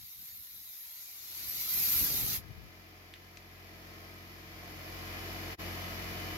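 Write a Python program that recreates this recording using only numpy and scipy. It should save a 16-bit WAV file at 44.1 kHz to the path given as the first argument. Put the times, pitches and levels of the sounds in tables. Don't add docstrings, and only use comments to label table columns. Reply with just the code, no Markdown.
import sys
import numpy as np
from scipy import signal
from scipy.fft import rfft, irfft, next_fast_len
from scipy.io import wavfile
from scipy.ndimage import uniform_filter1d, map_coordinates

SR = 44100
rng = np.random.default_rng(int(sys.argv[2]) if len(sys.argv) > 2 else 0)


def bounce(signal):
    frames = np.transpose(np.atleast_2d(signal))
    limited = np.clip(frames, -1, 1)
    pcm = np.round(limited * 32767).astype(np.int16)
    wavfile.write(sys.argv[1], SR, pcm)


N = 281181

# (time [s], level [dB])
JET_STRENGTH = [(0, -57), (.7, -56), (1.2, -52.5), (1.62, -43), (1.84, -37.5), (2.36, -39.5)]
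# (time [s], relative level [dB], left-right difference [dB])
SIZZLE_AIM = [(0, 9, 0), (.38, 9.5, -2), (.5, 8.5, 1.5), (.8, 8.5, 0.5), (1.2, 6.5, 1.5), (1.5, 7.5, 0),
              (1.63, 7, -1.5), (1.8, 9, -2), (2.0, 10, -0.5), (2.09, 7.8, -1.5), (2.35, 8, -1.5)]
# (centre [Hz], half width [Hz], gain [dB], strongest at [s], half length [s])
GAP_RESONANCES = [(12350, 220, 0, .3, 0.24), (11700, 230, 1, 0.73, 0.37), (13150, 140, -1.5, .8, .4),
                  (12330, 140, 3.5, 1.45, 0.2), (12100, 50, -4, 1.9, .25), (12455, 30, -1, 1.8, .3),
                  (12700, 350, -5, 1.95, .35), (12000, 150, -7, 1.95, .2), (11600, 25, -2, 1.9, .3),
                  (3850, 200, -4, 0.31, 0.74), (2100, 150, -10, 0.7, 0.39), (6600, 200, -7, 0.96, 0.38),
                  (4430, 150, -10, 1.55, .5)]
# (frequency [Hz], relative density [dB])
SIZZLE_SPECTRUM = [(7000, -57), (8500, -26), (9100, -21.5), (9700, -15), (10500, -16.5), (11100, -7.5),
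                   (11800, -4.7), (12400, -4.5), (13200, -6), (13800, -10), (15000, -10.5), (15900, -13)]
# (frequency [Hz], relative density [dB])
RUSH_SPECTRUM = [(300, -15), (520, -19.5), (660, -13), (850, -10), (1050, -8), (1370, -7), (1630, -9.5),
                 (2000, -3), (2400, -2.5), (2800, -4.5), (3150, -4.5), (3750, 0), (5200, 0), (6900, -1.5),
                 (7600, -5.5), (8500, -18), (11000, -37)]
# (frequency [Hz], likeness [-1 to 1])
JET_LIKENESS = [(600, 0.39), (1400, -0.35), (3100, 0.5), (7000, -0.033), (12500, 0.18), (15000, 0.35)]
# (frequency [Hz], left-right difference [dB])
JET_PORT_COLOUR = [(1000, 1.5), (2600, 0.5), (4000, 1), (4900, 4), (5800, 4), (7000, 2), (8500, -7),
                   (10300, 5.5), (11600, 2), (12400, 2), (13200, -2.5), (14300, -4), (15500, 5)]
JET_LAG_S = .000095
SHUT_S, SHUT_TAKES_S, SHUT_CURVE = 2.348, 0.1, 1.9

# (start [s], hold [s], relative level [dB], small eddies over the buffet [dB])
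WIND_GUSTS = [(0, 0.068, -67, -22), (.19, .04, -69, -17), (0.3, 0.1, -70.5, -14), (.55, 0.082, -70, -10.5),
              (1.465, 0.028, -65.5, -5), (1.762, 0.041, -56, -8), (1.877, 0.085, -55, -8),
              (2.031, 0.088, -51.5, 1.5), (2.172, 0.095, -50, -5), (2.288, 0.095, -51.5, -8),
              (2.49, 0.047, -51, -14.5), (2.585, 0.042, -53, -16)]
GUST_RISE_DB_PER_S, GUST_FALL_DB_PER_S = 202, 171
STREAM_DB = -26.5
# (frequency [Hz], relative density [dB])
BUFFET_SPECTRUM = [(20, -31), (35, -12), (55, 3), (125, -1.5), (200, -10), (350, -22), (550, -43),
                   (1200, -57)]
# (frequency [Hz], relative density [dB])
EDDY_SPECTRUM = [(80, -28), (150, -4), (260, -1.5), (420, -8), (600, -15), (1000, -21), (2500, -63)]

CRANK_HZ = 44.67
# (time [s], relative level [dB])
PUMP_GAIN = [(0, -57), (.9, -38.5), (1.4, -19), (2.4, -12.5), (3.4, -12.5), (3.9, -8.5), (4.42, -8.5),
             (5.16, -0.24), (5.9, 1.05)]
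# (multiple of the crank rate, relative level [dB])
THROB_ORDERS = [(1, -4.7), (2, 0), (3, -11), (4, -7.5), (5, -11.5), (6, -18.5), (7, -8.5), (8, -32),
                (9, -15.5), (10, -12), (11, -18.5), (12, -18), (13, -27), (14, -18.5), (15, -15), (16, -14),
                (17, -15.5), (18, -27), (19, -21), (20, -26.5), (21, -24.5), (22, -29), (23, -14),
                (24, -14), (25, -35), (26, -22), (27, -15.5), (28, -15), (29, -18.5), (31, -21.5)]
# (multiple of the crank rate, relative level [dB])
WHINE_ORDERS = [(34, -8), (40, -11), (44, 0), (46, -1), (50, -8), (54, -11), (55, 0.5), (56, -3.5),
                (60, -8), (64, -11), (72, -3.5)]
# (multiple of the crank rate, relative level [dB])
WHISTLE_ORDERS = [(65, -2.5), (66, -4.5), (67, -1.5)]
# (time [s], relative level [dB])
WHISTLE_SWELL = [(4.6, -65), (5.3, -60.5), (5.65, -60.5), (5.82, -59), (6.0, -61.5), (6.3, -57.5)]
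# (frequency [Hz], relative level [dB])
MOTOR_TONES = [(119.6, -63.5), (328, -62.5), (343.3, -57.5)]
# (frequency [Hz], relative density [dB])
CASING_SPECTRUM = [(25, -7), (60, -1), (150, 0.5), (230, -1.5), (320, 0), (420, -1.5), (560, -5),
                   (720, 2.5), (820, -4.5), (1000, -5), (1150, -6), (1340, -2.5), (1490, -5), (1680, -2.5),
                   (1880, 1), (2100, 0), (2400, -1), (2750, -8.5), (3600, -42)]
# (frequency [Hz], relative density [dB])
INTAKE_SPECTRUM = [(1800, -16), (3100, 2.5), (3900, 0.5), (4900, 3), (6700, -5.5), (7600, -11),
                   (8500, -28.5), (9700, -5), (10500, -11), (11500, -1.5), (12400, 0.5), (13400, -4),
                   (14500, -4.5), (15800, -11)]
# (frequency [Hz], likeness [-1 to 1])
PUMP_LIKENESS = [(110, 0.96), (290, 0.8), (640, 0.41), (1400, -0.28), (3100, -0.2), (7000, 0.014),
                 (15000, -0.033)]
# (frequency [Hz], left-right difference [dB])
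PUMP_PORT_COLOUR = [(100, 1.5), (1800, 1.3), (2600, 1), (3500, 2), (5800, 1), (6700, 4), (7700, -6),
                    (9500, 1), (10600, 0), (12400, -2.5), (15000, 0)]

# (time [s], relative level [dB], frequency [Hz])
AIR_PUFFS = [(1.487, -53, 90), (1.972, -51, 65), (2.025, -40.5, 75), (2.062, -48, 230), (2.115, -45, 120),
             (2.24, -44, 60), (2.29, -48, 150), (2.383, -42, 84.6), (2.51, -43, 110), (2.535, -51, 50)]

# (time [s], relative level [dB], lowest [Hz], highest [Hz], relative ring level [dB], t60 of the fade [s],
#          left-right difference of the direct sound [dB])
CONTACT_CLICKS = [(2.4835, -57, 10500, 15500, -28, .004, 0), (3.1374, -36.5, 1700, 3880, -22, .008, -4),
                  (3.138, -52, 1500, 9500, -14, 0.0095, 0), (3.156, -56, 1500, 3000, -12, .025, 0),
                  (3.345, -57, 900, 1700, -22, .013, 0), (3.3712, -44.5, 1400, 6600, -4, .011, -3)]
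# (frequency [Hz], relative level [dB])
CLICK_RING_MODES = [(2490, 2), (4150, -10), (4850, -2), (5900, -9)]
CLICK_ATTACK_S, CLICK_ROOM_DB, CLICK_ROOM_T60_S = .0008, -6, 0.15

DIP_S, DIP_WIDTH_S, DIP_DB = 5.569, 0.018, -32
LOW_CUT_HZ, TOP_HZ = 30, 15780


def amp(db):
    return 10 ** (np.asarray(db) / 20)


def unit(x):
    return x / np.sqrt(np.mean(x ** 2) + 1e-20)


def along(points, hz):
    f, v = np.transpose(points)
    return np.interp(np.log(hz + 1), np.log(f + 1), v)


def curves(rows):
    s, *cols = np.transpose(rows)
    return [np.interp(np.arange(N) / SR, s, c) for c in cols]


def wobble(rate):
    knots = rng.standard_normal(int(N * rate / SR) + 4)
    return map_coordinates(knots, [np.arange(N) * rate / SR])


def filtered(x, response):
    m = next_fast_len(N + SR // 2)
    return irfft(rfft(x, m) * response(np.fft.rfftfreq(m, 1 / SR)), m)[..., :N]


def pan(left_db):
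    return amp(np.array([[.5], [-.5]]) * left_db)


def white():
    return rng.standard_normal((2, N))


def coloured(pair, spectrum, alike):
    def mid_side_gains(hz):
        turn = np.arccos(np.clip(along(alike, hz), -1, 1)) / 2
        return amp(along(spectrum, hz)) * [np.cos(turn), np.sin(turn)]

    mid, side = filtered(pair, mid_side_gains)
    return unit(np.array([mid + side, mid - side]))


def reflected(pair, reach, sway, echo_db, count=6):
    n = np.arange(N)

    def echo():
        delay_s = reach * rng.uniform(0.1002, 1) + sway * wobble(1.483)
        return np.interp(n - SR * delay_s, n, pair[0])

    return np.array([x + amp(echo_db) * sum(echo() for _ in range(count)) for x in pair])


def ports(pair, sides, lag=0):
    def response(hz):
        return pan(along(sides, hz)) * np.exp(1j * np.pi * hz * lag * np.array([[-1], [1]]))

    return filtered(pair, response)


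def jet_db():
    closing = np.clip((np.arange(N) / SR - SHUT_S) / SHUT_TAKES_S, 0, 2) ** SHUT_CURVE
    return curves(JET_STRENGTH)[0] - 60 * closing


def spits(rate, spread_db):
    strikes = rng.random(N) < rate / SR
    return unit(strikes * amp(spread_db * rng.standard_normal(N)) * white())


def eddying(pair, depth_db):
    z = signal.stft(pair, nperseg=1024)[2]
    field = rng.standard_normal(z.shape[1:])
    for axis in (0, 1):
        field = uniform_filter1d(field, size=4, axis=axis)
    return signal.istft(z * amp(depth_db * unit(field)), nperseg=1024)[1][:, :N]


def leak():
    t = np.arange(N) / SR
    beam_db, left_db = curves(SIZZLE_AIM)
    flutter_db = 0.55 * wobble(24.02) + .5 * wobble(240)

    def jet(depth_db):
        return eddying(white() + amp(-14.5) * spits(rate=410, spread_db=1.5), depth_db)

    sizzle = reflected(jet(depth_db=2.5), reach=.004, sway=.00006, echo_db=-22)
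    sizzle = coloured(sizzle, SIZZLE_SPECTRUM, JET_LIKENESS)
    rush = reflected(jet(depth_db=2.8), reach=.009, sway=0.0003, echo_db=-17.5)
    rush = coloured(rush, RUSH_SPECTRUM, JET_LIKENESS)
    hiss = amp(beam_db - 1.93) * sizzle * pan(left_db) + amp(-0.58) * rush
    ringing = np.zeros((2, N))
    for hz, width, db, s, length in GAP_RESONANCES:
        swell = np.exp(-((t - s) / length) ** 2)
        ringing += amp(db) * swell * filtered(hiss, lambda f: 1 / (1 + ((f - hz) / width) ** 2))
    return amp(jet_db() + flutter_db) * ports(hiss + ringing, JET_PORT_COLOUR, JET_LAG_S)


def draught():
    t = np.arange(N) / SR

    def gust(s, hold):
        rise_db = -GUST_RISE_DB_PER_S * np.maximum(s - t, 0)
        fall_db = -GUST_FALL_DB_PER_S * np.maximum(t - s - hold, 0)
        return amp(rise_db + fall_db)

    push = np.max([amp(db) * gust(s, hold) for s, hold, db, _ in WIND_GUSTS], axis=0)
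    swirl = np.max([amp(db + eddy_db) * gust(s, hold) for s, hold, db, eddy_db in WIND_GUSTS], axis=0)
    stream = amp(jet_db() + STREAM_DB)
    buffet = np.hypot(stream, push) * coloured(white(), BUFFET_SPECTRUM, [(100, 0.078)])
    eddies = swirl * coloured(white(), EDDY_SPECTRUM, [(100, 0.25)])
    return amp(2.37 * wobble(26)) * (buffet + eddies) * pan(14.2)


def crank_tones(orders, turns, waver, swell_db):
    out = np.zeros((2, N))
    for k, db in orders:
        apart = np.arccos(np.clip(along(PUMP_LIKENESS, k * CRANK_HZ), -1, 1)) * rng.choice([-1, 1])
        phase = 2 * np.pi * (np.round(k) * turns + rng.random()) + waver * np.sqrt(k) * wobble(9)
        level = amp(db + swell_db * np.sqrt(k) * wobble(5))
        out += level * np.sqrt(2) * np.sin([phase + apart / 2, phase - apart / 2])
    return out


def motor_hum():
    out = np.zeros(N)
    for hz, db in MOTOR_TONES:
        level = amp(db - 4.0 + 1.6 * wobble(4.3))
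        phase = 2 * np.pi * hz * np.arange(N) / SR + 0.77 * wobble(5)
        out += level * np.sqrt(2) * np.sin(phase)
    return out


def casing_rattle(turns):
    one_turn = rng.standard_normal((2, int(SR / CRANK_HZ)))
    rattle = one_turn[:, (turns % 1 * one_turn.shape[1]).astype(int)]
    tone_db = [(900, -20.5), (1400, -6.5), (3000, -13), (7000, -17.5)]  # (frequency [Hz], gain [dB])
    return filtered(rattle, lambda hz: amp(along(tone_db, hz)))


def compressor():
    fade_in = amp(curves(PUMP_GAIN)[0])
    turns = np.cumsum(CRANK_HZ + 0.04983 * wobble(3)) / SR
    throb = amp(-48.5) * crank_tones(THROB_ORDERS, turns, waver=0.035, swell_db=0.55)
    whine = amp(-64.0) * crank_tones(WHINE_ORDERS, turns, waver=0.046, swell_db=0.38)
    whistle = amp(curves(WHISTLE_SWELL)[0]) * crank_tones(WHISTLE_ORDERS, turns, waver=0.074, swell_db=0.25)
    tones = throb + motor_hum() + whine + whistle
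    rattle = casing_rattle(turns)
    gulp = amp(0.56 * np.cos(2 * np.pi * turns) + 0.41 * np.cos(4 * np.pi * turns) + 0.085 * wobble(8.1))
    casing = reflected(white() + rattle, reach=.014, sway=0, echo_db=-20)
    casing = amp(-45.5) * coloured(casing, CASING_SPECTRUM, PUMP_LIKENESS)
    intake = reflected(white() + rattle, reach=.009, sway=0, echo_db=-19.5)
    intake = amp(-48.0) * coloured(intake, INTAKE_SPECTRUM, PUMP_LIKENESS)
    return ports(fade_in * (tones + gulp * (casing + intake)), PUMP_PORT_COLOUR)


def puffs():
    t = np.arange(N) / SR

    def thump(cycles):
        return -np.cos(2 * np.pi * cycles) * np.exp(-(cycles / 0.72) ** 2)

    return sum(amp(db) * thump((t - s) * hz) for s, db, hz in AIR_PUFFS) * pan(15)


def clicks():
    out, t = np.zeros((2, N)), np.arange(SR // 4) / SR
    for s, db, low_hz, high_hz, ring_db, t60, left_db in CONTACT_CLICKS:
        fade = amp(-60 * t / t60) * (1 - np.exp(-t / CLICK_ATTACK_S)) ** 2
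        burst = rng.standard_normal(len(t))
        for _ in range(4):
            burst = irfft(np.exp(1j * np.angle(rfft(burst * np.sqrt(fade)))), len(t))
        edges_hz = np.clip([low_hz, high_hz], 100, TOP_HZ)
        band = signal.butter(N=3, Wn=edges_hz, btype="band", fs=SR, output="sos")
        crack = unit(signal.sosfilt(band, burst)) * np.sqrt(np.mean(fade ** 2))
        ring = np.zeros((2, len(t)))
        for hz, level in CLICK_RING_MODES:
            phase = rng.normal(0, 0.6, (2, 1)) + rng.uniform(0, 2 * np.pi)
            ring += amp(level + ring_db) * np.sin(2 * np.pi * hz * t + phase)
        snap = crack + ring * fade
        tail = rng.standard_normal((2, len(t))) * amp(-60 * t / CLICK_ROOM_T60_S)
        room = signal.fftconvolve(snap, tail / np.linalg.norm(tail[0]), axes=1)[:, :len(t)]
        click = snap * pan(left_db) + amp(CLICK_ROOM_DB) * room
        out[:, round(s * SR):][:, :len(t)] += amp(db + 8.5) * click
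    return out


def scene():
    return leak() + draught() + compressor() + puffs() + clicks()


def record(dry):
    dip = amp(DIP_DB * np.exp(-((np.arange(N) / SR - DIP_S) / DIP_WIDTH_S) ** 2))
    return filtered(dry * dip, lambda hz: (hz < TOP_HZ) * hz ** 4 / (hz ** 4 + LOW_CUT_HZ ** 4))


dry = scene()
out = record(dry)
bounce(out)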